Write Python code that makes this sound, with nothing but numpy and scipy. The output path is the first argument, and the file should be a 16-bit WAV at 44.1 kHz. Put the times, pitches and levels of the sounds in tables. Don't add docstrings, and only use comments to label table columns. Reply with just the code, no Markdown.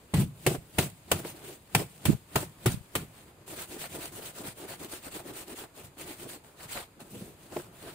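import sys
import numpy as np
from scipy import signal
from scipy.fft import rfft, irfft, next_fast_len
from scipy.io import wavfile
from scipy.ndimage import uniform_filter1d, map_coordinates

SR = 44100
rng = np.random.default_rng(int(sys.argv[2]) if len(sys.argv) > 2 else 0)


def transcribe(signal):
    frames = np.atleast_2d(signal).T
    limited = np.clip(frames, -1, 1)
    pcm = np.round(limited * 32767).astype(np.int16)
    wavfile.write(sys.argv[1], SR, pcm)


N = 350273

# landing_s, crackle_db, slap_db, smack_db, knock_db, thud_db, rise_s,
# slump_s, rustle_start_db, rustle_end_db, knocking_db (mid-slump), rumble_start_db, scuff_start_db,
# whip_db (rustle just before landing), rumble_change_db (over the slump)
SLAMS = [(0.1366, -29, -28.5, -52, -24.5, -15, 0.0042, 0.078, -46.5, -36.5, -41.5, -23.5, -38.5, -56, -4),
         (0.4637, -19, -20.5, -27, -18, -18.5, 0.0015, 0.081, -38, -41.5, -36.5, -31.5, -45, -46.5, -9),
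         (0.7822, -17, -20, -18.5, -22, -16.5, 0.0037, 0.076, -34, -40, -38, -32, -36.5, -44, -7),
         (1.1147, -16, -22, -20, -20.5, -24.5, 0.0011, 0.086, -46, -44, -42.5, -34.5, -40, -47, -9.5),
         (1.7479, -17, -19.5, -19.5, -22.5, -24, 0.0015, 0.063, -45, -38, -36, -30, -43, -49, -10.5),
         (2.0528, -18.5, -22.5, -24.5, -28, -17.5, 0.0015, .07, -41.5, -42, -39, -31, -38, -46.5, -7.5),
         (2.356, -22.5, -24.5, -18.5, -22.5, -19, 0.0018, 0.073, -38.5, -40.5, -45, -32.5, -40, -45.5, -10.5),
         (2.6577, -20, -33, -23.5, -20.5, -17.5, 0.0025, 0.072, -44.5, -39, -45, -28, -36.5, -45.5, -9),
         (2.952, -22, -25, -24.5, -32.5, -33, 0.00096, 0.097, -38.5, -58, -48, -35.5, -43, -51, -14)]
# time_s, level_db
CLOVE_KNOCKS = [(0.146, -24), (0.211, -33), (0.472, -15), (0.546, -15.5), (1.249, -20), (1.816, -32),
                (2.426, -22.5), (3.48, -35.5), (3.532, -29.5), (3.764, -25), (3.944, -27), (4.186, -30),
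                (4.454, -40), (4.847, -31), (4.932, -28), (5.302, -29), (5.482, -33), (5.636, -32),
                (5.97, -39), (6.105, -27), (6.231, -40), (6.762, -43), (7.15, -33), (7.522, -30),
                (7.564, -18)]
# time_s, level_db
SKIN_SNAPS = [(3.479, -34), (3.5772, -30), (3.7928, -38), (4.056, -21), (4.123, -42), (4.7, -33),
              (4.846, -27), (4.9362, -32), (5.4804, -32), (5.9863, -35), (7.004, -37)]
# time_s, level_db
SETTLING_BUMPS = [(0.176, -11), (0.201, -12), (2.074, -16), (3.003, -21), (6.646, -33), (7.152, -34),
                  (7.844, -52.5)]
# time_s, level_db
TILE_TICKS = [(0.177, -33), (0.544, -40), (1.249, -27.5), (1.751, -9.5), (1.764, -28), (2.953, -21.5),
              (3.479, -40), (3.841, -32.5), (4.739, -34.5), (4.849, -44), (4.936, -36), (5.194, -37),
              (5.204, -38), (5.48, -49), (5.639, -36), (5.971, -44), (6.446, -45), (6.748, -46),
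              (7.004, -49), (7.523, -39.5), (7.568, -31.5)]
# time_s, level_db, pitch_hz, left_minus_right_db
AIR_PUFFS = [(.215, -38, 150, -14), (0.233, -25, 130, -16), (0.588, -32, 90, -24), (2.089, -8.5, 147, -32),
             (2.097, -5, 196, -32), (2.103, -7.5, 212, -3), (2.116, -21, 150, -24),
             (2.133, -17.5, 140, -25), (2.151, -21, 118, 29), (2.745, -21, 130, -28),
             (2.756, -38, 150, -16), (2.776, -28, 118, 22), (2.812, -39, 100, 18), (2.852, -67, 120, 17)]
# start_s, length_s, fastest (0-1 of the length),
# cloves_most (0-1 of the length), rustle_db, scuff_db, grinding_db, knocking_db, rumble_db
HAND_STROKES = [(0.307, 0.26, 0.49, 0.5, -57.5, -71, -69, -60, -53),
                (1.214, 0.13, 0.54, 0.44, -43, -51, -51, -45, -52),
                (1.31, 0.15, 0.4, 0.53, -55, -60, -64, -51, -59),
                (1.414, 0.2, 0.3, 0.2, -48, -58, -58, -48, -56.5),
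                (3.103, 0.2, 0.38, 0.3, -58, -60, -68, -70, -69),
                (3.242, 0.1, 0.4, 0.43, -63, -69, -63, -66, -70),
                (3.374, 0.097, 0.4, 0.51, -81, -79, -76, -56, -64),
                (3.461, 0.21, 0.25, 0.3, -45.5, -54.5, -62, -48, -54.5),
                (3.557, 0.12, 0.41, 0.42, -40.5, -46.5, -48, -50.5, -61),
                (3.647, 0.16, 0.54, 0.64, -45.5, -55, -59, -43.5, -57),
                (3.768, 0.13, 0.46, 0.59, -40.5, -46, -49.5, -47, -54.5),
                (3.858, 0.15, 0.6, 0.65, -43, -56, -53, -44, -52.5),
                (3.97, 0.15, 0.43, 0.33, -42, -48.5, -51.5, -46.5, -54.5),
                (4.088, 0.15, 0.53, 0.52, -45, -59, -54, -45, -55),
                (4.203, 0.14, 0.39, 0.35, -42.5, -48.5, -54, -49.5, -58),
                (4.318, 0.14, 0.5, 0.55, -45.5, -58, -53, -46, -55),
                (4.428, 0.12, 0.4, 0.3, -43, -48.5, -48.5, -49, -50.5),
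                (4.533, 0.15, 0.53, 0.6, -47.5, -59, -53, -45, -59),
                (4.643, 0.14, 0.51, 0.5, -44.5, -48.5, -51, -51, -55),
                (4.751, 0.14, 0.59, 0.6, -46, -55, -56, -45, -55),
                (4.867, 0.16, 0.42, 0.39, -44, -53, -54, -51, -59),
                (4.981, 0.13, 0.62, 0.7, -47, -53, -51, -45.5, -61),
                (5.093, 0.15, 0.41, 0.58, -44, -52.5, -50, -45.5, -58),
                (5.21, 0.13, 0.6, 0.64, -48, -55, -59, -44, -54),
                (5.31, 0.16, 0.5, 0.46, -43.5, -52, -52, -50, -68),
                (5.448, 0.11, 0.54, 0.63, -46, -54.5, -58, -45.5, -60),
                (5.541, 0.14, 0.38, 0.57, -44, -51, -48.5, -47, -59.5),
                (5.728, 0.13, 0.51, 0.46, -50.5, -58, -58, -53, -58),
                (5.832, 0.077, 0.2, 0.13, -51, -62, -61, -54, -54),
                (5.961, 0.11, 0.49, 0.45, -45, -51, -57, -45, -56),
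                (6.041, 0.15, 0.4, 0.34, -45, -48.5, -55, -48, -63),
                (6.159, 0.13, 0.46, 0.61, -46.5, -55.5, -56, -44.5, -56),
                (6.264, 0.14, 0.33, 0.44, -45, -51, -53.5, -49, -62),
                (6.437, 0.25, 0, 0, -59, -67, -60, -63, -72),
                (6.524, 0.17, 0.65, 0.67, -49, -53.5, -53.5, -57, -62),
                (6.67, 0.21, 0.36, 0.5, -41.5, -45.5, -58, -63, -68),
                (6.745, 0.11, 0.32, 0.21, -53, -47.5, -43.5, -54, -62),
                (6.991, 0.058, 0.37, 0.23, -51, -62, -53, -52, -55),
                (7.002, 0.17, 0.37, 0.34, -59.5, -75, -63, -58.5, -65),
                (7.091, 0.32, 0.25, 0.32, -50.5, -65, -65, -50, -50.5),
                (7.36, 0.22, 0.39, 0.37, -58.5, -66, -69, -56.5, -63),
                (7.464, 0.19, 0.59, 0.57, -48, -62, -49.5, -45, -53.5),
                (7.615, 0.11, 0.3, 0.34, -57.5, -67, -59, -55, -58),
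                (7.69, 0.2, 0.48, 0.2, -56.5, -64, -60.5, -58, -60),
                (7.778, 0.24, 0.4, 0.42, -51, -53.5, -54, -51, -57)]
# start_s, length_s, densest (0-1 of the length), level_db
TRAY_TUMBLES = [(6.953, .11, 0.42, -57), (7.112, 0.22, 0.23, -48), (7.505, 0.11, 0.65, -45),
                (7.76, .25, 0.3, -65.5)]

SPEED_POWER = [1.64, 1.63, 1.38, 1.55, .8]
WHIP_PARTS = [-3, -8.5, -11, -5, -1]
SWING_PARTS = [-65, -82.5, -82, -89, -68.5]

# pitch_hz, level_db (per Hz)
CLOTH_SPECTRUM = [(1470, -11.5), (2500, -3), (2680, -2), (4410, -6.5), (5870, -8.5), (8530, 0.5),
                  (10900, -5.5), (12400, -6), (14900, -4.5), (15600, -2.5), (16000, -54)]
# pitch_hz, level_db (per Hz)
WEAVE_SPECTRUM = [(820, -4.5), (1400, -3.5), (2020, -3.5), (2680, -8), (4500, -6), (5850, -27),
                  (9900, -120)]
# pitch_hz, level_db (per Hz)
SLAP_SPECTRUM = [(820, -57), (1400, -15), (1780, -0.5), (2140, 2), (2450, 0.5), (2740, 1), (4470, -9),
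                 (5000, -14), (6500, -35), (11000, -120)]
# pitch_hz, level_db (per Hz)
HEAP_SPECTRUM = [(320, -15), (550, -3), (611, -4.5), (673, -1.5), (776, -7), (1500, -8), (1950, -22),
                 (3300, -120)]
# pitch_hz, level_db (per Hz)
ROOM_SPECTRUM = [(15, -39), (25, -11.5), (75, -5.5), (289, -9), (357, -9), (757, -14.5), (954, -15),
                 (1160, -16.5), (1350, -19), (2500, -22), (3250, -53), (5500, -120)]
# pitch_hz, level_db (per Hz)
HISS_SPECTRUM = [(1470, -38), (2500, -3), (3980, -5.5), (4990, -6), (5740, -20), (6450, -6), (8270, -6),
                 (14900, -10.5), (16000, -25)]

# pitch_hz, width_hz, level_db
SACK_MODES = [(341, 138, 4), (458, 102, 4), (561, 200, -3)]
# pitch_hz, width_hz, level_db
FLOOR_MODES = [(98.7, 63, -5), (140.3, 27.7, 1.5), (173.2, 59.5, -5)]
# pitch_hz, width_hz, level_db
TICK_MODES = [(770, 210, 4.5), (2200, 2500, -7)]
# pitch_hz, width_hz, level_db
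TRAY_MODES = [(204, 64, 4.5), (483, 140, -4)]

# pitch_hz, correlation (-1 to 1)
PORT_LIKENESS = [(60, 0.93), (110, 0.98), (200, 0.9), (380, 0.89), (700, 0.59), (1290, 0.22), (2380, 0.17),
                 (4400, -0.0082), (8120, -0.033), (15000, -0.091)]
# pitch_hz, left_minus_right_db
PORT_COLOUR = [(60, 2), (95, 0.5), (150, 0.0), (240, 0.5), (380, 0.5), (600, -1), (950, 0), (1500, 1.5),
               (2380, 0.5), (3770, 0), (5980, 2), (9470, -2.5), (15000, 5.5)]
# pitch_hz, t60_s
WALL_DECAY = [(100, 0.24), (400, 0.27), (2000, 0.32), (12000, 0.33)]

(LANDING_S, CRACKLE_DB, SLAP_DB, SMACK_DB, KNOCK_DB, THUD_DB, RISE_S, SLUMP_S, RUSTLE_START_DB, RUSTLE_END_DB,
 KNOCKING_DB, RUMBLE_START_DB, SCUFF_START_DB, WHIP_DB, RUMBLE_CHANGE_DB) = np.transpose(SLAMS)
ROOM_DB, HISS_DB, WALLS_DB = -59.5, -65.5, -15.5
TOP_HZ = 15750
SLUMP_RISE_S, SWING_END_S = 0.01, 3.3
SCUFF_FADE, WHIP_RISE = 205, 247
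CLOTH_REST_FADE, CLOVE_REST_FADE, RUMBLE_REST_FADE = 440, 580, 216
SLUMP_GRIND_DB = -9.5


def amp(db):
    return 10 ** (np.asarray(db) / 20)


def unit(x):
    return x / np.sqrt(np.mean(x ** 2) + 1e-20)


def along(points, hz):
    f, v = np.transpose(points)
    return np.interp(np.log(hz + 1), np.log(f + 1), v)


def wobble(rate):
    knots = rng.standard_normal(int(N * rate / SR) + 4)
    return map_coordinates(knots, [np.arange(N) * rate / SR])


def grainy(rate, depth_db):
    return unit(amp(depth_db * wobble(rate)))


def filtered(x, response):
    m = next_fast_len(N + SR // 2)
    hz = np.fft.rfftfreq(m, 1 / SR)
    return irfft(rfft(x, m) * response(hz), m)[..., :N]


def colour(points):
    return lambda hz: amp(along(points, hz))


def resonant(modes):
    def response(hz):
        total = 0
        for k, (centre, width, db) in enumerate(modes):
            damping = 1j * hz * width
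            total = total + (-1) ** k * amp(db) * damping / (centre ** 2 - hz ** 2 + damping)
        return total
    return response


def port_weights(hz):
    half_angle = np.arccos(np.clip(along(PORT_LIKENESS, hz), -1, 1)) / 2
    return np.array([np.cos(half_angle), np.sin(half_angle)])


def patchy(depth_db):
    z = signal.stft(rng.standard_normal((2, N)), nperseg=256)[2]
    field = uniform_filter1d(rng.standard_normal(z.shape[1:]), size=4, axis=0)
    field = uniform_filter1d(field, size=8, axis=1)
    return unit(signal.istft(z * amp(depth_db * unit(field)), nperseg=256)[1][:, :N])


def excite(strength, response, patchy_db):
    gain = np.sqrt(np.mean(abs(response(np.linspace(1, SR / 2, num=8192))) ** 2))
    noise = strength * patchy(patchy_db)
    mid, side = filtered(noise, lambda hz: response(hz) / gain * port_weights(hz))
    return np.array([mid + side, mid - side])


def bursts(times, dbs, rise, t60):
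    after = np.maximum(np.arange(N) / SR - np.asarray(times)[:, None], 0)
    decay = amp(np.asarray(dbs)[:, None] - 60 * after / t60)
    return np.sum(decay * (1 - np.exp(-(after / rise) ** 2)), axis=0)


def scattered(rate, spread_db, t60):
    blows = (rng.random(N) < rate / SR) * amp(spread_db * rng.exponential(size=N))
    return unit(signal.lfilter([1], [1, -amp(-60 / (t60 * SR))], blows))


def strike(times, dbs, response, contact):
    push = np.hanning(round(contact * SR))
    samples = np.round(np.append(times, N / SR) * SR).astype(int)
    blows = np.bincount(samples, np.append(-amp(dbs), 0))[:N]
    peak = abs(filtered(np.pad(push, (0, N)), response)).max()
    return filtered(np.convolve(blows, push)[:N], response) / peak


def arches(start, length, crest, db, power):
    t, total = np.arange(N) / SR, np.zeros(N)
    for s, span, top, level in zip(start, length, np.clip(crest, .04, .96), db):
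        progress = np.clip((t - s) / span, 0, 1)
        speed = abs(np.sin(np.pi * progress ** (np.log(.5) / np.log(top))))
        total += (amp(level) * speed ** power) ** 2
    return total


def kitchen():
    room = amp(ROOM_DB) * excite(grainy(3.95, 0.53), colour(ROOM_SPECTRUM), 1.5)
    hiss = amp(HISS_DB) * excite(grainy(2.7, 0.77), colour(HISS_SPECTRUM), 0.39)
    return room + hiss


def walls(x):
    hz, t, z = signal.stft(rng.standard_normal((2, SR // 2)), SR, nperseg=256)
    mid, side = z * port_weights(hz)[:, :, None]
    decay = amp(-60 * t / along(WALL_DECAY, hz)[:, None])
    tail = signal.istft(np.array([mid + side, mid - side]) * decay, SR, nperseg=256)[1]
    return signal.fftconvolve(x, tail / np.linalg.norm(tail[0]), axes=1)[:, :N]


def puffs():
    out, t = np.zeros((2, N)), np.arange(-1024, 1024) / SR
    for s, db, hz, pan_db in AIR_PUFFS:
        u = (np.pi * hz * t) ** 2
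        ports = amp(db + np.minimum([[pan_db], [-pan_db]], 0))
        first = round(s * SR) - 1024
        out[:, first:first + len(t)] += ports * (1 - 2 * u) * np.exp(-u)
    return out


def tray():
    tumbling = np.sqrt(arches(*np.transpose(TRAY_TUMBLES), 1.6))
    return excite(grainy(50, 3.3) * tumbling, resonant(TRAY_MODES), 1.7)


def ticks():
    s, db = np.transpose(TILE_TICKS)
    push = strike(s, db, resonant(TICK_MODES), 0.00036)
    return push + excite(bursts(s, db - 8, 0.00058, 0.016), resonant(TICK_MODES), 2.8)


def floor(hz):
    lowpass = 1 / (1 + 1.2j * hz / 210 - (hz / 210) ** 2)
    highpass = hz / (hz - 70j)
    return resonant(FLOOR_MODES)(hz) * lowpass * highpass


def slumps(start_db, change_db, rest_fade):
    t = np.arange(N) / SR - LANDING_S[:, None]
    slump = SLUMP_S[:, None]
    db = start_db[:, None] + change_db[:, None] * np.clip(t / slump, 0, 1)
    db -= rest_fade * np.maximum(t - slump, 0)
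    return np.sum((amp(db) * np.clip(t / SLUMP_RISE_S, 0, 1)) ** 2, axis=0)


def handling():
    t = np.arange(N) / SR
    start, length, fastest, cloves_most, *levels = np.transpose(HAND_STROKES)
    crests = [fastest, fastest, cloves_most, cloves_most, fastest]
    stroked = [arches(start, length, crest, db, power)
               for crest, db, power in zip(crests, levels, SPEED_POWER)]
    change_db = RUSTLE_END_DB - RUSTLE_START_DB
    slumped = [slumps(RUSTLE_START_DB, change_db, CLOTH_REST_FADE),
               slumps(SCUFF_START_DB, -SCUFF_FADE * SLUMP_S, CLOTH_REST_FADE),
               slumps(RUSTLE_START_DB + SLUMP_GRIND_DB, change_db, CLOVE_REST_FADE),
               slumps(KNOCKING_DB - change_db / 2, change_db, CLOVE_REST_FADE),
               slumps(RUMBLE_START_DB, RUMBLE_CHANGE_DB, RUMBLE_REST_FADE)]
    until = LANDING_S[:, None] - t
    whip = np.sum((until > 0) * amp(WHIP_DB[:, None] - WHIP_RISE * abs(until)) ** 2, axis=0)
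    swing = np.clip((SWING_END_S - t) / 0.03, 0, 1) * grainy(12, 4.1) ** 2
    return [np.sqrt(stroke + slump + amp(whip_db) ** 2 * whip + amp(swing_db) ** 2 * swing)
            for stroke, slump, whip_db, swing_db in zip(stroked, slumped, WHIP_PARTS, SWING_PARTS)]


def floor_thuds(rumble):
    bump, bump_db = np.transpose(SETTLING_BUMPS)
    strength = grainy(30, 1.3) * rumble + bursts(LANDING_S, THUD_DB - 2.5, 0.00064, 0.023)
    pushes = strike(LANDING_S, THUD_DB - 1.5, floor, 0.0015) + strike(bump, bump_db - 11, floor, 0.0033)
    return excite(strength, floor, 0.071) + pushes


def clove_knocks(knocking):
    clove, clove_db = np.transpose(CLOVE_KNOCKS)
    modes = resonant(SACK_MODES)
    strength = grainy(60, 3.8) * knocking + bursts(LANDING_S, KNOCK_DB + .1, 0.0022, 0.064)
    strength += bursts(clove, clove_db - 8, 0.0044, 0.037)
    pushes = strike(LANDING_S, KNOCK_DB + 1.5, modes, 0.0011) + strike(clove, clove_db - 10, modes, 0.0014)
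    return excite(strength, modes, 1.9) + pushes


def clove_grinding(grinding, contact):
    smacks = bursts(LANDING_S, SMACK_DB + .1, RISE_S[:, None], 0.058)
    return excite(contact * grainy(60, 1.9) * grinding + smacks, colour(HEAP_SPECTRUM), 1.4)


def weave_scuff(scuff, contact):
    scuff = scuff * (1 + amp(-13.5) * scattered(250, 2.8, 0.0061))
    return excite(contact * grainy(40, 0.79) * scuff, colour(WEAVE_SPECTRUM), 2.3)


def cloth_slaps(contact):
    slap = contact * bursts(LANDING_S, SLAP_DB + .1, RISE_S[:, None], 0.054)
    return excite(slap, colour(SLAP_SPECTRUM), 0.64)


def cloth_hiss(rustle, contact):
    snap, snap_db = np.transpose(SKIN_SNAPS)
    crackle = bursts(LANDING_S, CRACKLE_DB + 0.5, RISE_S[:, None], 0.054)
    hiss = contact * (rustle + crackle) + bursts(snap, snap_db - 11, 0.00043, 0.013)
    hiss += amp(-19) * rustle * scattered(40, 3.5, 0.013)
    return excite(hiss, colour(CLOTH_SPECTRUM), 1.9)


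def sack():
    rustle, scuff, grinding, knocking, rumble = handling()
    contact = grainy(90, 0.98) * grainy(700, 0.81)
    cloves = clove_knocks(knocking) + clove_grinding(grinding, contact)
    cloth = weave_scuff(scuff, contact) + cloth_slaps(contact) + cloth_hiss(rustle, contact)
    return floor_thuds(rumble) + cloves + cloth


def scene():
    near = tray() + ticks() + sack()
    return kitchen() + amp(WALLS_DB) * walls(near) + puffs() + near


def record(dry):
    def ports(hz):
        half_difference_db = np.outer([.5, -.5], along(PORT_COLOUR, hz))
        return amp(half_difference_db) * (hz < TOP_HZ)
    return filtered(dry, ports)


dry = scene()
out = record(dry)
transcribe(out)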